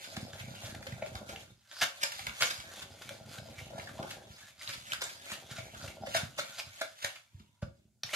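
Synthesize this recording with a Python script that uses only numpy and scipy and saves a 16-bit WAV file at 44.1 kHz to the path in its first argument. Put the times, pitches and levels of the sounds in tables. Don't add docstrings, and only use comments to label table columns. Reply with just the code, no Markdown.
import sys
import numpy as np
from scipy import signal
from scipy.fft import rfft, irfft
from scipy.io import wavfile
from scipy.ndimage import uniform_filter1d, map_coordinates

SR = 44100
rng = np.random.default_rng(int(sys.argv[2]) if len(sys.argv) > 2 else 0)


def wav_out(sig):
    wavfile.write(sys.argv[1], SR, np.round(np.clip(np.atleast_2d(sig).T, -1, 1) * 32767).astype(np.int16))


N = 359415


def scraping():
    ticks = grit(per_s=1100, spread_db=1.0)
    ticks = ticks + 0.5 * grit(per_s=230, spread_db=2.0)
    one_tick = tick()
    spots_hz = [hz for hz, _, _ in WIRE_RINGS[:6]]
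    drag = np.zeros(N)
    for hz, share in zip(spots_hz, turns(count=6, per_s=15, sharp_db=20.5)):
        tick_on_spot = one_tick + 0.99 * spot(hz, cycles=18.2)
        drag += signal.oaconvolve(ticks * share, tick_on_spot)[:N]
    return evened(drag) * sweeps()


# (fastest moment [s], scrape level [dB], swell time [s], fade time [s])
WHISK_SWEEPS = [(.03, -50, 0.2, 0.25), (0.158, -50.5, 0.15, 0.25), (.41, -51, 0.19, 0.29),
                (0.668, -45.5, 0.18, 0.13), (.87, -54.5, 0.13, 0.47), (1.06, -53.5, 0.081, 0.16),
                (1.168, -47.5, 0.041, 0.041), (1.31, -50, 0.13, 0.11), (1.41, -54, 0.051, 0.069),
                (1.509, -58, 0.037, 0.02), (1.715, -51, 0.015, 0.053), (1.788, -43.5, 0.071, 0.13),
                (1.9, -62, 0.11, 0.091), (2.049, -40, 0.056, 0.035), (2.198, -47, 0.41, 0.26),
                (2.36, -50.5, 0.087, .1), (2.43, -37, 0.061, 0.19), (2.83, -46, 0.31, 0.018),
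                (3.11, -52.5, 0.44, 0.14), (3.34, -48.5, 0.1, 0.1), (3.63, -52.5, 0.41, 0.15),
                (3.802, -51.5, 0.14, 0.2), (4.12, -48.5, 0.17, 0.068), (4.481, -53, 0.52, 0.072),
                (4.619, -46, 0.039, 0.084), (4.699, -44, 0.063, 0.15), (4.92, -46, 0.14, 0.048),
                (5.03, -46, 0.046, 0.25), (5.319, -41.5, 0.11, 0.061), (5.59, -50, 0.4, 0.17),
                (5.848, -46, 0.15, 0.12), (6.158, -39, 0.096, 0.11), (6.4, -49.5, 0.091, 0.6),
                (6.52, -51, 0.051, 0.046), (6.596, -36, 0.022, 0.032), (6.8, -50, 0.12, 0.13),
                (7.058, -45, 0.096, 0.11), (7.411, -69, 0.13, 0.15), (7.812, -77.5, 0.41, .1),
                (8.06, -47.5, 0.0094, 0.074), (8.15, -34.5, 0.042, 0.036)]
SWEEP_DEPTH_DB = 16.5


def sweeps():
    t = np.arange(0, N + 64, 64) / SR
    s, db, swell, fade = np.transpose(WHISK_SWEEPS)[:, :, None]
    before = (s - t) / np.maximum(swell, .005)
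    after = (t - s) / np.maximum(fade, .005)
    away = np.where(t < s, before, after)
    loudness = np.linalg.norm(gain_of(db - SWEEP_DEPTH_DB * away), axis=0)
    return np.interp(np.arange(N) / SR, t, loudness)


# (frequency [Hz], relative level per Hz [dB])
CLICK_COLOUR = [(380, -41.5), (560, 0.5), (900, -7.5), (1500, -1), (2400, -3.5), (3800, 1.5), (5000, -5),
                (6800, -2.5), (8000, -8), (12000, -10), (14500, -19.5), (16000, -47.5)]
# (frequency [Hz], relative level [dB], time to die by 60 dB [s])
WIRE_RINGS = [(1650, 9.5, 0.018), (2263, 1, 0.19), (1400, 1.5, 0.28), (2900, -6.5, .03),
              (3720, -10.5, 0.045), (5120, -18.5, 0.034), (6200, -8.5, 0.012), (6800, -4, .04)]


def tick():
    hz = abs(np.fft.fftfreq(4096, 1 / SR))
    log_gain = np.log(gain_of(np.maximum(read(CLICK_COLOUR, hz), -100)))
    click = np.fft.ifft(np.exp(np.conj(signal.hilbert(log_gain)))).real
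    click[2048:] = 0
    return click / np.linalg.norm(click) + gain_of(-14.0) * ring(WIRE_RINGS)


def grit(per_s, spread_db):
    chance, sign, size = rng.random(N), rng.choice([-1., 1.], N), rng.exponential(1, N)
    return sign * gain_of(spread_db * np.minimum(size, 4)) * (chance < per_s / SR)


def spot(hz, cycles):
    note = ring([(hz, 0, cycles / hz)])[:1200]
    note = np.convolve(note, note)
    return np.pad(note / np.linalg.norm(note), (0, 4096 - len(note)))


# (centre [s], loudest level [dB], note of the spot [Hz],
# note against tick [dB], half length of the tick cluster [s], at least 0.0015 s is used)
WALL_SLAPS = [(0.0453, -42.5, 4060, -19, 0.0042), (0.168, -37, 1430, -7, 0.0035),
              (0.333, -44, 3900, -28, 0.0036), (0.3992, -44, 2540, 4, 0.013), (0.551, -47, 3530, 1, 0.0026),
              (0.651, -49, 2500, -17, 0.025), (0.75, -44, 1780, 1, 0.0027), (0.827, -46, 2050, 2, 0.0042),
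              (0.87, -40, 2450, -1, 0.0037), (0.923, -44, 2000, 7, 0.0039),
              (1.0237, -40.5, 2240, 13, 0.0047), (1.062, -44.5, 2520, 3, 0.0024),
              (1.154, -38.5, 1520, 2, .0013), (1.2935, -42, 1490, -2, 0.0057),
              (1.3612, -40.5, 2620, 8, 0.0017), (1.714, -48, 3580, 6, 0.0012),
              (1.767, -47, 1480, 8, 0.0022), (1.8164, -27, 1650, -3, 0.0041), (1.826, -26, 1580, -2, 0.013),
              (1.839, -30, 3200, -0.5, 0.0043), (2.02, -39, 3740, -15, 0.011),
              (2.0342, -23.5, 3670, -16, 0.0035), (2.1213, -38, 2100, -7, 0.0043),
              (2.1928, -38.5, 2450, -2, 0.0028), (2.2683, -30.5, 2450, 0, 0.00079),
              (2.295, -38.5, 2460, 7, 0.0015), (2.412, -28.5, 1510, -6, 0.0078),
              (2.4228, -20.5, 1350, -9.5, 0.00075), (2.4319, -25, 1440, -7, 0.0044),
              (2.457, -35.5, 6510, 22, 0.013), (2.507, -32.5, 1300, -6, 0.008),
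              (2.6014, -42, 3720, -11, 0.0036), (2.823, -43, 1590, 0, 0.0059),
              (3.021, -44.5, 1580, 2, 0.0042), (3.092, -39, 3970, 0, .001), (3.384, -43, 1540, 0, 0.0034),
              (3.588, -44, 2310, 6.5, 0.0066), (3.784, -42.5, 1070, 4, 0.0051),
              (3.799, -42.5, 2210, 10, 0.003), (3.875, -43, 1690, 12, .004),
              (3.893, -46.5, 1480, 6, 0.0038), (3.995, -47.5, 1020, 7, 0.018),
              (4.029, -38.5, 1490, 8.5, 0.0037), (4.1094, -39.5, 2930, -0.5, 0.0062),
              (4.613, -45, 2200, 18, 0.0017), (4.634, -55, 3000, 15, .0015),
              (4.6762, -35.5, 4170, 24, 0.0014), (4.6929, -38, 3400, -18, 0.0012),
              (4.7351, -38.5, 5200, -7, 0.0083), (4.9209, -30, 3160, 6, 0.002),
              (4.934, -29, 1400, -8.5, 0.0016), (5.01, -42, 5000, 0, .0015),
              (5.0199, -32, 1530, -7.5, 0.0058), (5.04, -35, 7300, 20, 0.0029),
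              (5.097, -46, 1970, -15, 0.0081), (5.323, -42, 3000, 2, .017),
              (5.514, -43.5, 2160, -13, 0.013), (5.5681, -45, 4020, 1, 0.0059),
              (5.589, -45, 2520, 1, 0.017), (5.7472, -45, 1400, 6, 0.0042), (5.88, -42.5, 2720, 6, 0.0034),
              (6.069, -43, 2000, 0.5, 0.0082), (6.15, -27.5, 1670, 2, 0.0066),
              (6.1668, -28.5, 3460, -9, 0.0074), (6.2127, -39.5, 1580, 15, .0021),
              (6.391, -31, 1490, -4, 0.011), (6.401, -37.5, 4220, 14, 0.0043),
              (6.598, -34.5, 2470, 19, 0.00074), (6.8159, -30, 1660, 1.5, 0.0051),
              (7.027, -39.5, 2190, -21, 0.0082), (7.046, -26.5, 1650, -2, 0.0035),
              (7.1586, -46.5, 2880, -0.5, 0.01), (7.399, -60, 1330, -1, 0.005),
              (7.627, -46.5, 1450, 4.5, 0.0079), (8.035, -30.5, 5650, 3, 0.00094),
              (8.0925, -42, 2020, 10, 0.0022), (8.14, -31, 2900, -2, 0.0074)]
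SLAP_DULL = .2
CLATTER_DB = -1.


def slaps():
    wires, t = np.zeros(N), np.arange(-1600, 1600) / SR
    dull_tick = signal.lfilter([1 - SLAP_DULL], [1, -SLAP_DULL], tick())
    draws = rng.random((len(WALL_SLAPS), 4, len(t)))
    loops = [spot(hz, cycles=15.8) for hz, _, _ in WIRE_RINGS[:6]]
    for (s, db, hz, note_db, half), (chance, sign, size, which) in zip(WALL_SLAPS, draws):
        u = t / max(half, .0015)
        shape = np.where(u < 0, np.clip(1 + u / 1.5, 0, 1), np.exp(-.8 * u ** 2))
        strength = .7 * (chance < .3) + (1.5 + size) * (chance < .04)
        knocks = np.sign(sign - .5) * shape * strength
        loop_number = np.floor(which * len(loops))
        clatter = sum(signal.fftconvolve(knocks * (loop_number == k), loop) for k, loop in enumerate(loops))
        ticks = evened(signal.fftconvolve(knocks, dull_tick))
        note = evened(signal.fftconvolve(knocks, spot(hz, cycles=8)))
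        sound = ticks + gain_of(note_db) * note + gain_of(CLATTER_DB) * evened(clatter)
        loudest = np.sqrt(uniform_filter1d(sound ** 2, size=200).max())
        add(wires, s + t[0], gain_of(db) * sound / loudest)
    return wires


# (time [s], bowl hum level [dB], counter rumble level [dB])
BOWL_ROCKING = [(0., -64.5, -71), (.12, -63.5, -60), (.19, -59, -65), (.59, -60.5, -54.5),
                (1.38, -57, -53.5), (1.68, -102, -82), (1.989, -73.5, -76), (2.27, -103.5, -57.5),
                (2.37, -78, -69), (2.75, -63, -61.5), (3.93, -59.5, -52.5), (4.03, -49.5, -53),
                (4.56, -85.5, -74.5), (4.73, -82.5, -58), (5.2, -64, -67), (6.06, -59.5, -53.5),
                (6.37, -72, -62.5), (6.98, -89.5, -86), (7.3, -100, -83.5), (7.398, -100, -61.5),
                (7.61, -94.5, -84), (7.64, -79, -55.5), (8.01, -99, -81), (8.08, -86, -76)]
# (frequency [Hz], relative level [dB], time to die by 60 dB [s])
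BOWL_NOTES = [(565, 5.5, 0.21), (656, 14.5, 0.064), (770, 23.5, 0.017), (1130, -8, 0.0077), (930, 9, 0.02),
              (1389, 9, 0.35)]
# (frequency [Hz], relative level [dB], time to die by 60 dB [s])
COUNTER_NOTES = [(93, -3.5, 0.17), (125, 12, 0.032), (209.2, 3, 0.057), (316, -14, 0.044)]


def rocking():
    t = np.arange(N) / SR
    s, hum_db, rumble_db = np.transpose(BOWL_ROCKING)
    soft = np.hanning(50)
    bowl_shoves = grit(per_s=620, spread_db=6.0)
    hum = evened(signal.oaconvolve(bowl_shoves, np.convolve(soft, ring(BOWL_NOTES)))[:N])
    counter_shoves = grit(per_s=200, spread_db=4.5)
    rumble = evened(signal.oaconvolve(counter_shoves, np.convolve(soft, ring(COUNTER_NOTES)))[:N])
    return hum * gain_of(np.interp(t, s, hum_db)) + rumble * gain_of(np.interp(t, s, rumble_db))


# (time [s], peak level [dB], leading note [Hz])
BOWL_KNOCKS = [(.127, -48.5, 620), (.167, -38, 740), (.27, -45.5, 695), (.635, -41.5, 698),
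               (.682, -47, 620), (.747, -41, 733), (.868, -40.5, 536), (.982, -45, 715),
               (1.024, -30.5, 627), (1.059, -48, 690), (1.149, -44, 754), (1.213, -44, 610),
               (1.294, -43.5, 585), (1.34, -61, 660), (1.821, -32.5, 691), (2.034, -44.5, 579),
               (2.192, -43, 780), (2.44, -39.5, 505), (3.108, -41.5, 587), (3.209, -49.5, 635),
               (3.457, -48, 656), (3.707, -43.5, 673), (3.734, -41, 580), (3.759, -45, 635),
               (3.781, -37, 726), (3.83, -43, 680), (3.954, -47, 613), (3.992, -34.5, 682),
               (4.036, -43.5, 537), (5.018, -44, 533), (5.584, -40, 667), (5.841, -42.5, 616),
               (5.982, -48, 605), (6.025, -40, 770), (6.036, -31.5, 715), (6.072, -37, 556),
               (6.15, -24, 668), (6.389, -32.5, 592), (6.588, -45, 672), (6.815, -31.5, 651),
               (7.044, -37.5, 596), (7.626, -38, 573), (8.134, -37.5, 612)]


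def bowl_knocks():
    return blows(BOWL_KNOCKS, BOWL_NOTES, cycles=3.48, t60=0.07, lead_s=0.002947, edge=0.28)


# (time [s], peak level [dB], pitch [Hz])
FOOT_THUMPS = [(.169, -31, 211), (.223, -33, 208), (.328, -44, 119), (.402, -38.5, 95.5), (.434, -40, 150),
               (.474, -38, 165), (.506, -38.5, 195), (.632, -37, 90), (.795, -45.5, 122), (.92, -34.5, 110),
               (1.021, -43, 138), (1.148, -37, 92.5), (1.212, -43, 240), (1.335, -49, 222),
               (2.199, -48.5, 88.8), (2.271, -41.5, 105), (2.578, -43.5, 80.6), (2.831, -48.5, 106),
               (2.906, -48, 97.5), (3.11, -45, 148), (3.379, -41, 144), (3.413, -46, 135),
               (3.573, -43.5, 88.5), (3.612, -41, 88), (3.743, -40.5, 194), (3.824, -55, 93),
               (3.992, -31.5, 261), (4.296, -43.5, 109), (4.679, -45.5, 100), (4.771, -43, 116),
               (5.316, -42, 204), (5.508, -40, 149), (5.58, -39, 116), (5.621, -44.5, 109),
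               (5.687, -53, 108), (5.833, -40, 108), (5.874, -41, 96), (6.034, -42.5, 202),
               (6.154, -44, 129), (6.226, -31.5, 155), (6.661, -47.5, 118), (7.038, -49.5, 134),
               (7.339, -41, 90), (7.395, -49, 205), (7.621, -26.5, 132), (8.038, -45, 128)]


def foot_thumps():
    return blows(FOOT_THUMPS, COUNTER_NOTES, cycles=0.58, t60=0.019, lead_s=-0.0042, edge=0)


def blows(table, modes, cycles, t60, lead_s, edge):
    out, t = np.zeros(N), np.arange(1500) / SR
    for s, db, hz in table:
        u = t * hz / cycles
        push = np.sin(2 * np.pi * hz * t) * u ** 1.78 * np.exp(-3.0 * u)
        push[round(lead_s * SR):][:12] += edge * np.hanning(12)
        sound = signal.fftconvolve(push, ring(modes + [(hz, 4, t60)]))
        add(out, s - lead_s, gain_of(db) * sound / abs(sound).max())
    return out


# (start [s], length [s], note [Hz], level [dB])
WIRE_TREMBLE = (7.28, .38, 960, -85.5)


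def tremble():
    s, length, hz, db = WIRE_TREMBLE
    out, t = np.zeros(N), np.arange(0, length, 1 / SR)
    waver = evened(uniform_filter1d(rng.standard_normal((2, SR)), size=500))[:, :len(t)]
    note = waver[0] * np.cos(2 * np.pi * hz * t) + waver[1] * np.sin(2 * np.pi * hz * t)
    add(out, s, gain_of(db) * note * signal.windows.tukey(len(t), .3))
    return out


# (frequency [Hz], time to die by 60 dB [s])
KITCHEN_DECAY = [(100, 0.18), (700, 0.32), (1840, 0.25), (4850, 0.25), (12000, 0.22)]


def kitchen(x, alike):
    at, out = np.arange(100, SR // 2 - 20, 20), 0
    for share in turns(count=3, per_s=13, sharp_db=52.5):
        taps = np.zeros((2, SR // 2))
        places = at + rng.integers(0, 20, (2, len(at)))
        np.put_along_axis(taps, places, rng.choice([-1., 1.], (2, len(at))), 1)
        hz, t, z = signal.stft(taps, SR, nperseg=256)
        same = np.clip(read(alike, hz), 0, 1)[:, None]
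        z = np.array([z[0], same * z[0] + np.sqrt(1 - same ** 2) * z[1]])
        decay = gain_of(-60 * t / read(KITCHEN_DECAY, hz)[:, None])
        tail = signal.istft(z * decay, SR, nperseg=256)[1]
        tail = tail / np.linalg.norm(tail[0])
        out = out + signal.oaconvolve((x * share)[None], tail, axes=1)[:, :N]
    return out


# (frequency [Hz], relative level per Hz [dB])
HUSH_COLOUR = [(40, -27.5), (108, -3.5), (225, -30), (500, -49), (1050, -52.5), (7000, -31.5),
               (15500, -42.5)]
HUSH_DB = -76


def hush():
    a, b = rfft(rng.standard_normal((2, N)))
    hz = np.fft.rfftfreq(N, 1 / SR)
    same = np.clip(read([(100, 0.75), (1000, 0.27)], hz), 0, 1)
    both = np.array([a, same * a + np.sqrt(1 - same ** 2) * b])
    return gain_of(HUSH_DB) * evened(irfft(both * gain_of(read(HUSH_COLOUR, hz)), N))


def turns(count, per_s, sharp_db):
    noise = rng.standard_normal((count, N // 256 + 2))
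    x = gain_of(sharp_db * evened(uniform_filter1d(noise, round(SR / 256 / per_s))))
    x /= np.linalg.norm(x, axis=0)
    return [np.interp(np.arange(N) / 256, np.arange(len(v)), v) for v in x]


def ring(modes):
    t = np.arange(4096) / SR
    x = sum(gain_of(db - 60 * t / t60) * np.sin(2 * np.pi * hz * t) for hz, db, t60 in modes)
    x = x * np.hanning(2 * len(t))[len(t):]
    return x / np.linalg.norm(x)


def gain_of(db):
    return 10 ** (np.asarray(db) / 20)


def evened(x):
    return x / np.sqrt(np.mean(x ** 2) + 1e-20)


def read(points, hz):
    f, value = np.transpose(points)
    return np.interp(np.log(hz + 1), np.log(f + 1), value)


def add(mix, s, sound):
    part = mix[round(s * SR):][:len(sound)]
    part += sound[:len(part)]


# (frequency [Hz], share [0-1])
SHARED_BASS = [(150, 0.98), (400, 0)]
# (frequency [Hz], share [0-1])
SHARED_WIRES = [(500, 0.5), (1000, 0), (4000, 0.)]
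LEFT_LAG_S = 0.000453


def scene():
    bright = scraping() + slaps()
    low = rocking() + bowl_knocks() + foot_thumps() + tremble()
    rightward = turns(count=2, per_s=6, sharp_db=7.)[0] ** 4
    heard_at = np.arange(N) - rightward * LEFT_LAG_S * SR
    late = map_coordinates(bright, [heard_at], order=3, mode="nearest")
    direct = gain_of(-0.5) * np.array([late, bright]) + gain_of(2.0) * low
    wire_room = gain_of(-3.0) * kitchen(bright, SHARED_WIRES)
    bass_room = gain_of(-2.0) * kitchen(low, SHARED_BASS)
    return direct + wire_room + bass_room + hush()


# (frequency [Hz], level difference [dB])
MICROPHONE_DIFFERENCE = [(300, -1.), (1100, 1.5), (2200, -0.1), (4000, -0.5), (8000, -1.5), (13000, -0.5)]
EDGE_HZ = 15770


def record(dry):
    thin = signal.sosfilt(signal.butter(3, 74, "high", fs=SR, output="sos"), dry)
    lean_db = read(MICROPHONE_DIFFERENCE, np.fft.rfftfreq(N, 1 / SR)) / 2
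    thin = irfft(rfft(thin) * gain_of([lean_db, -lean_db]), N)
    band_limit = signal.firwin(511, EDGE_HZ, window=("kaiser", 9), fs=SR)
    return signal.oaconvolve(thin, band_limit[None], "same")


dry = scene()
out = record(dry)
wav_out(out)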